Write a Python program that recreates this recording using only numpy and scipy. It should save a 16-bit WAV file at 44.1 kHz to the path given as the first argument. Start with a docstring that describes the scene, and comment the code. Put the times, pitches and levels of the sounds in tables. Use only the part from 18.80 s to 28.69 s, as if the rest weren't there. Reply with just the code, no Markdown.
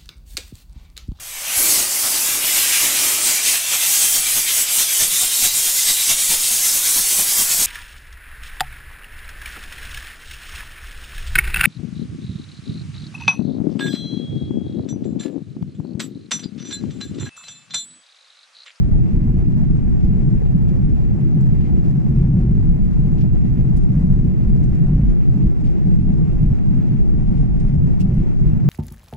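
"""Engine and fuselage rumble, with two broad humps, fills an airliner cabin in cruise beside a wing window.
It is low-passed noise whose bands keep shifting phase between the two channels.
Air along the skin and out of the vents gives a much fainter hiss: coloured noise with resonances and flicker.
Small ticks of trim or cloth come and go: short puffs of noise, each with one narrow ring."""
import sys
import numpy as np
from scipy import signal
from scipy.fft import rfft, irfft, next_fast_len
from scipy.io import wavfile
from scipy.ndimage import uniform_filter1d

SR = 44100
rng = np.random.default_rng(int(sys.argv[2]) if len(sys.argv) > 2 else 0)


def file_out(sig):
    """Save sig as 16-bit WAV at sys.argv[1]."""
    # one column per channel
    cols = np.atleast_2d(sig).T
    # limit, then scale
    lim = np.clip(cols, -1, 1)
    pcm = np.round(lim * 32767).astype(np.int16)
    wavfile.write(sys.argv[1], SR, pcm)


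N = 436149

# Engine and fuselage rumble. Each row: frequency in Hz, density in dB per Hz, left minus right in dB.
RUMBLE_SPECTRUM = [(6, -45, -0.5), (20, -37.5, -1), (34, -29.5, 1.5), (57.6, -36.5, -1),
                   (93.5, -41.5, -1.5), (139.1, -33.5, 0.5), (200.6, -39.5, 0.5), (253.2, -49, -1),
                   (277, -53, 1.5), (339.5, -54, 2), (401.4, -61.5, 2), (450, -67, 3.5)]
# Rumble independent in each channel. Each row: frequency in Hz, level relative to the rumble in dB.
DIFFUSE_RUMBLE = [(30, -25), (140, -20.5), (220, -13.5), (280, -9.5), (400, -7)]
# Left-right phase angle of the deep hump, held until the next row. Each row: start in s, angle in degrees.
DEEP_ANGLES = [(0.0, -144.0), (0.04, 87), (0.2, -122.0), (0.28, 139), (0.33, -64), (0.64, 151),
               (0.82, -132.0), (0.87, 87), (1.05, -99.0), (1.12, 117), (1.24, -10), (1.28, -116.0),
               (1.41, 55), (1.5, 177), (1.54, 66), (1.58, -122.0), (2.01, 69), (2.12, -132.0), (2.32, -76),
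               (2.4, 174), (2.69, -121.0), (2.94, -149.0), (3.28, 4.5), (3.72, -126.0), (3.78, 136.0),
               (3.82, -98), (4.41, 151), (4.45, -113.0), (4.57, 112), (4.71, -93), (4.85, 148), (4.94, -95),
               (4.99, 69), (5.05, 156), (5.13, -21), (5.23, -83), (5.53, 162), (5.6, -133.0), (5.64, -23.5),
               (5.71, -126.0), (5.86, 11), (5.94, 154), (6.06, -10), (6.34, 172), (6.64, -34),
               (6.69, -178.0), (6.79, 129), (6.87, 155), (7.18, 101), (7.52, -35), (7.73, 148.5),
               (8.02, 169), (8.07, 151), (8.35, 83.5), (8.85, 48), (8.99, -103.0), (9.15, 125),
               (9.27, -19.5), (9.43, 139.5), (9.64, -99.0), (9.79, -176.0)]
# Same for the upper hump. Each row: start in s, angle in degrees.
UPPER_ANGLES = [(0.0, 110.5), (0.091, -125.0), (0.241, 142.5), (0.319, -37), (0.599, -156.0), (0.648, -77),
                (0.87, 102), (1.101, 148.5), (1.251, -67.5), (1.4, 89.5), (1.56, -134.0), (1.72, -4),
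                (1.76, -114.0), (1.97, 97), (2.119, -125.0), (2.319, 107), (2.4, -66), (2.472, -148.0),
                (2.55, 12.5), (2.6, -55), (2.67, -112.0), (3.12, -15.5), (3.186, 137.5), (3.28, -65),
                (3.32, 23), (3.72, -70), (4.0, -124.0), (4.131, 165), (4.19, -62), (4.298, -101.0),
                (4.551, 164), (4.649, -73.5), (4.98, 153.5), (5.09, -2.5), (5.23, -56), (5.44, 60),
                (5.49, -105.0), (5.659, 97), (5.72, -106.0), (5.82, 95.5), (5.94, -99.0), (6.051, 0),
                (6.251, -168.0), (6.499, -30), (6.59, 130), (6.63, -2.5), (6.671, 170), (6.79, 107),
                (6.868, 168), (7.047, 43.5), (7.09, 134.5), (7.211, -22.0), (7.31, 117), (7.59, -98),
                (7.63, -17), (7.729, 172), (7.871, 116), (7.92, -14.5), (8.008, 173.5), (8.088, -69),
                (8.14, 41), (8.2, 177.5), (8.32, 119), (8.38, 99.5), (8.684, -110.0), (8.739, 136),
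                (8.82, 54), (8.98, -89), (9.08, 153.5), (9.212, -6), (9.42, 183.5), (9.61, -88.5),
                (9.779, -172.0), (9.821, 79), (9.849, 24)]
# Same for the shoulder above the humps. Each row: start in s, angle in degrees.
SHOULDER_ANGLES = [(0.0, -107), (0.25, 161.5), (0.32, -34.5), (0.562, 153.5), (0.649, -78), (0.86, 26.5),
                   (0.92, 132.5), (1.24, -53.5), (1.41, 74), (1.59, -171), (1.7, -108), (1.84, 13),
                   (1.89, -117), (1.961, 68), (2.13, -127), (2.32, 125.5), (2.408, -74), (2.46, -3),
                   (2.59, -123), (2.63, 37), (2.69, -29.5), (2.85, -124), (3.07, -38), (3.19, 152),
                   (3.24, -81), (3.31, 69), (3.46, -20.5), (3.53, 45.5), (3.73, -64.5), (3.99, -114),
                   (4.11, 164.5), (4.18, -4), (4.31, -97.5), (4.44, 29.5), (4.48, -82), (4.568, 159),
                   (4.63, -59.5), (4.88, -153), (4.97, 137), (5.12, -22.5), (5.45, 100.5), (5.49, -83),
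                   (5.82, 122), (5.9, -96), (6.09, 5), (6.312, -167), (6.49, -50.5), (6.62, 19),
                   (6.68, -157), (6.78, -33), (6.88, 176.5), (7.052, 2.5), (7.09, 159.5), (7.18, -11.5),
                   (7.34, -148), (7.45, 159), (7.64, -2.5), (7.69, 139), (7.73, -118), (7.83, 110),
                   (7.96, -48.5), (8.11, 31.5), (8.17, -164), (8.32, 110), (8.61, -46.5), (8.65, 150),
                   (8.78, -123), (8.82, 84), (8.97, -76), (9.09, -177), (9.22, -8), (9.27, 80.5),
                   (9.41, -139), (9.64, 32.5), (9.72, -85), (9.8, 50)]
# Rushing air before resonances and flicker. Each row: frequency in Hz, density in dB per Hz,
# left minus right in dB.
AIR_SPECTRUM = [(420, -65.5, 5.5), (473, -72.5, 2), (630, -74, 1), (930, -82, 0.5), (1620, -87.5, -2.5),
                (1950, -86.5, 0), (2490, -90.5, 0.4), (3190, -98.5, 0.4), (4000, -101.2, 1),
                (6460, -104.1, 2), (8300, -109.6, 3.5), (15000, -123.2, -0.7)]
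# Peaks and dips in the hiss. Each row: centre in Hz, width in Hz, left lift in dB, right lift in dB.
AIR_RESONANCES = [(751, 44, 6, 5), (866, 53, 2.5, 4.5), (1324, 42, 5, -1), (2660, 62, 4.5, 2.5),
                  (5630, 360, 3, 0.5), (7430, 680, 6, -0.5), (9900, 2400, -1.5, 6), (12000, 2500, -4, 0),
                  (437, 16, 7, -2.5), (1284, 60, -2, -4), (8500, 600, 0.5, -4), (4960, 570, 1.5, -0.5),
                  (13500, 3700, -6, -4)]
# Left-right correlation of the hiss. Each row: frequency in Hz, correlation from -1 to 1.
AIR_CORRELATION = [(300, 0.055), (3000, 0.013), (9000, 0.025), (12000, -0.18), (15000, -.6)]
# Hiss flicker. Each row: frequency in Hz, share of the gusts (dB per dB), shared flicker in dB,
# own flicker in dB, rate of the own flicker in Hz. Flicker is soft-limited.
AIR_FLICKER = [(400, .1, 2, 3, 11), (1510, 2.4, 1.15, 0.5, 10), (4000, 0.98, 1.1, 2, 18),
               (12000, 1.2, 2, -0.5, 15)]
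# Gust contour; only departures from its mean are used. Each row: time in s, level in dB.
GUST_LEVELS = [(0.0, -57), (3.93, -57), (4.31, -57), (5.46, -57), (6.08, -56.5), (7.26, -57.5),
               (7.51, -56.5), (8.93, -57.5), (9.8, -56)]
# Ticks and rustles. Each row: nominal time in s, length in s, puff level in dB before the band offsets,
# tilt about 5 kHz in dB per octave, ring frequency in Hz, ring level in dB.
TICK_EVENTS = [(1.248, .027, -70.5, -6, 5200, -76), (1.826, .027, -90, -2, 9450, -66.5),
               (1.888, .027, -68, -5, 5600, -76), (2.607, .03, -75.5, 2.5, 7250, -62.5),
               (2.795, 0.059, -74, -8, 2100, -61), (2.838, .06, -75, -8, 2200, -56),
               (3.047, 0.031, -72.5, -6, 7400, -71), (4.04, .03, -76, 5, 12500, -80),
               (4.379, 0.034, -70, -6, 5200, -68), (4.409, 0.032, -65.5, -9, 5400, -63),
               (4.966, 0.031, -64, 7.5, 10500, -67), (5.025, .03, -76, 2, 7500, -74),
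               (5.188, .045, -75.5, 4.5, 7260, -76), (5.834, 0.032, -68, 5, 6200, -65.5),
               (5.953, .02, -72, 1, 7300, -72), (6.635, .035, -74, -1, 4500, -73),
               (6.844, 0.027, -69, -3, 5000, -77), (6.859, 0.035, -67, -7.5, 2600, -65),
               (8.572, 0.041, -73, -6, 2100, -59), (8.799, 0.027, -67, 3, 8000, -70),
               (8.86, .07, -80, -9, 2070, -62), (9.201, 0.035, -57.5, 5.5, 2620, -48.5),
               (9.337, .035, -73.5, 7.5, 9300, -69), (9.395, 0.029, -76, -5, 2100, -63)]
# Bands of every puff. Each row: low edge in Hz, high edge in Hz, offset in dB.
PUFF_BANDS = [(1900, 3100, 3.5), (3480, 5400, 4), (5800, 7300, 0), (8400, 11000, -3.5), (11000, 14000, -15)]

SIZE = next_fast_len(N)
HZ = np.maximum(np.arange(SIZE // 2 + 1) * SR / SIZE, 1)
LEFT_RIGHT = np.array([[1], [-1]])  # opposite signs in the two channels

RUMBLE_TOP_HZ = 425  # rumble below, hiss above
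HUMP_SPLIT_HZ, SHOULDER_HZ, EDGE_HZ = 98, 226.8, 305  # splits between the rumble bands
EDGE_JUMPS_PER_S = 9  # mean rate of random phase jumps in the top rumble band
GLIDE_BOX_S = 0.005  # each of three moving averages over a phase jump

TICK_LEAD_S, TICK_BUFFER = 0.010, SR // 5  # start ahead of nominal time; samples per tick
SWELL_POWER = 4.0  # higher is narrower
TAIL_DB, TAIL_DECAY_S = -17.5, 0.034
RAGGED_DB, RAGGED_HZ = 3, 150  # unevenness of the puffs
RING_Q = 9.1
CUTOFF_HZ = 15120


def amp(db):
    """Decibels to amplitude gain."""
    return 10 ** (np.asarray(db) / 20)


def at_hz(rows, hz):
    """Every value column of a spectrum table, interpolated on a log-frequency axis."""
    table_hz, *columns = np.transpose(rows)
    return [np.interp(np.log(hz), np.log(table_hz), column) for column in columns]


def above(edge_hz, order):
    """Power share above a crossover."""
    return 1 / (1 + (edge_hz / HZ) ** order)


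def white(channels):
    """Spectrum of white noise at 0 dB per Hz."""
    return rfft(rng.standard_normal((channels, SIZE))) * np.sqrt(SR / 2)


def drift(rate_hz):
    """Slow random signal of unit spread: noise at every 40th sample, twice low-passed."""
    pole = np.exp(-2 * np.pi * rate_hz * 40 / SR)
    noise = rng.standard_normal(N // 40 + 2002)
    slow = signal.lfilter([1], [1, -2 * pole, pole * pole], noise)[2000:]  # drop the filter's onset
    return np.interp(np.arange(N) / 40, np.arange(len(slow)), slow / slow.std())


def limited_drift(rate_hz):
    """Drift soft-limited to within +/-2."""
    return 2 * np.tanh(drift(rate_hz) / 2)


def rumble_angles():
    """Left-right phase of four rumble bands in radians: three from tables, the top one jumping at random."""
    gaps, turns = rng.random((2, 300))
    edge_s = np.cumsum(gaps) * 2 / EDGE_JUMPS_PER_S
    edge_angles = np.transpose([edge_s, 360 * turns])
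    t = np.arange(SIZE) / SR
    held = []
    for rows in (DEEP_ANGLES, UPPER_ANGLES, SHOULDER_ANGLES, edge_angles):
        start_s, degrees = np.transpose(rows)
        row = np.searchsorted(start_s, t, side="right") - 1
        held.append(degrees[np.maximum(row, 0)])
    return np.unwrap(np.radians(held))


def rumble():
    """Each band is one noise, phase-turned half its angle forward on the left and back on the right."""
    level_db, balance_db = at_hz(RUMBLE_SPECTRUM, HZ)
    colour = amp(level_db) * np.sqrt(1 - above(RUMBLE_TOP_HZ, order=12))
    diffuse_gain = amp(at_hz(DIFFUSE_RUMBLE, HZ)[0])
    out = irfft(white(channels=2) * colour * diffuse_gain, SIZE)

    edges = [1, above(HUMP_SPLIT_HZ, order=8), above(SHOULDER_HZ, order=16), above(EDGE_HZ, order=16), 0]
    for wave, lower, upper, turn in zip(white(channels=4), edges, edges[1:], rumble_angles() / 2):
        for _ in range(3):  # smooth each jump into a short glide
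            turn = uniform_filter1d(turn, int(GLIDE_BOX_S * SR))
        band = wave * colour * np.sqrt(np.maximum(lower - upper, 0))
        in_phase = irfft(band, SIZE)
        quadrature = irfft(1j * band, SIZE)
        out += in_phase * np.cos(turn) + quadrature * np.sin(turn) * LEFT_RIGHT

    balance = amp(balance_db / 2 * LEFT_RIGHT)
    return irfft(rfft(out) * balance, SIZE)[:, :N]


def stereo_noise():
    """Noise spectrum with the channel balance, resonances and correlation of the hiss."""
    lift_db = at_hz(AIR_SPECTRUM, HZ)[1] / 2 * LEFT_RIGHT
    for centre_hz, width_hz, *channel_db in AIR_RESONANCES:
        bell = np.exp(-2 * ((HZ - centre_hz) / width_hz) ** 2)
        lift_db = lift_db + np.outer(channel_db, bell)
    correlation = np.clip(at_hz(AIR_CORRELATION, HZ)[0], -1, 1)
    mid, side = white(channels=2)
    mid = np.sqrt((1 + correlation) / 2) * mid
    side = np.sqrt((1 - correlation) / 2) * side
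    return amp(lift_db) * (mid + side * LEFT_RIGHT)


def airflow():
    """Hiss in overlapping octave bands, each following the gusts plus shared and own flicker."""
    colour = amp(at_hz(AIR_SPECTRUM, HZ)[0]) * np.sqrt(above(RUMBLE_TOP_HZ, order=12))
    hiss = stereo_noise() * colour
    gust_db = np.interp(np.arange(N) / SR, *np.transpose(GUST_LEVELS))
    gust_db -= gust_db.mean()
    shared = limited_drift(28)

    out = np.zeros((2, N))
    centres_hz = 350 * 2.0 ** np.arange(7)
    for centre_hz in centres_hz:
        octaves = np.log2(np.maximum(HZ, centres_hz[0]) / centre_hz)
        band = np.cos(np.pi / 2 * np.clip(octaves, -1, 1)) ** 2
        gust_share, shared_db, own_db, own_hz = at_hz(AIR_FLICKER, centre_hz)
        gain_db = gust_share * gust_db + shared_db * shared + own_db * limited_drift(own_hz)
        out += amp(gain_db) * irfft(hiss * band, SIZE)[:, :N]
    return out


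def puff(length_s):
    """Envelope of a quick swell peaking at half its length, with a faint exponential tail."""
    t = np.arange(TICK_BUFFER) / SR
    phase = 2 * t / length_s
    swell = (phase * np.exp(1 - phase)) ** SWELL_POWER
    tail = np.minimum(phase, 1) ** SWELL_POWER * np.exp(-t / TAIL_DECAY_S)
    return swell + amp(TAIL_DB) * tail


def tick_span(time_s):
    """Samples covered by one tick, starting ahead of its nominal time."""
    start = int((time_s - TICK_LEAD_S) * SR)
    return slice(start, start + TICK_BUFFER)


def tick_puffs():
    """Ragged band-noise puffs; a positive tilt favours the upper bands."""
    out, noise = np.zeros((2, N)), stereo_noise()
    for low_hz, high_hz, band_db in PUFF_BANDS:
        band_power = above(low_hz, order=20) * (1 - above(high_hz, order=20))
        band = irfft(noise * np.sqrt(band_power), SIZE)[:, :N]
        octaves = np.log2(np.sqrt(low_hz * high_hz) / 5000)
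        envelope = np.zeros(N)
        for time_s, length_s, level_db, tilt_db, *_ in TICK_EVENTS:
            gain = amp(level_db + band_db + tilt_db * octaves)
            envelope[tick_span(time_s)] += gain * puff(length_s)
        ragged = amp(RAGGED_DB * drift(RAGGED_HZ))
        out += envelope * ragged * band / band.std()
    return out


def tick_rings():
    """Noise through one narrow resonator per tick, shaped by the tick's puff."""
    out = np.zeros((2, N))
    for time_s, length_s, *_, ring_hz, ring_db in TICK_EVENTS:
        noise = rng.standard_normal((2, TICK_BUFFER))
        ring = signal.lfilter(*signal.iirpeak(ring_hz, RING_Q, fs=SR), noise)
        out[:, tick_span(time_s)] += amp(ring_db) * puff(length_s) * ring / ring.std()
    return out


def scene():
    """Sum of rumble, hiss and ticks."""
    return rumble() + airflow() + tick_puffs() + tick_rings()


def record(dry):
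    """Soft saturation with 0.2 dB small-signal gain, then a steep low-pass started in its settled state."""
    low_pass = signal.ellip(12, .5, 70, CUTOFF_HZ, fs=SR, output="sos")  # 0.5 dB ripple, 70 dB stopband
    rounded = 1.218 * np.tanh(dry / 1.19)
    settled = signal.sosfilt_zi(low_pass)[:, None] * rounded[None, :, :1]
    return signal.sosfilt(low_pass, rounded, zi=settled)[0]


dry = scene()
out = record(dry)
file_out(out)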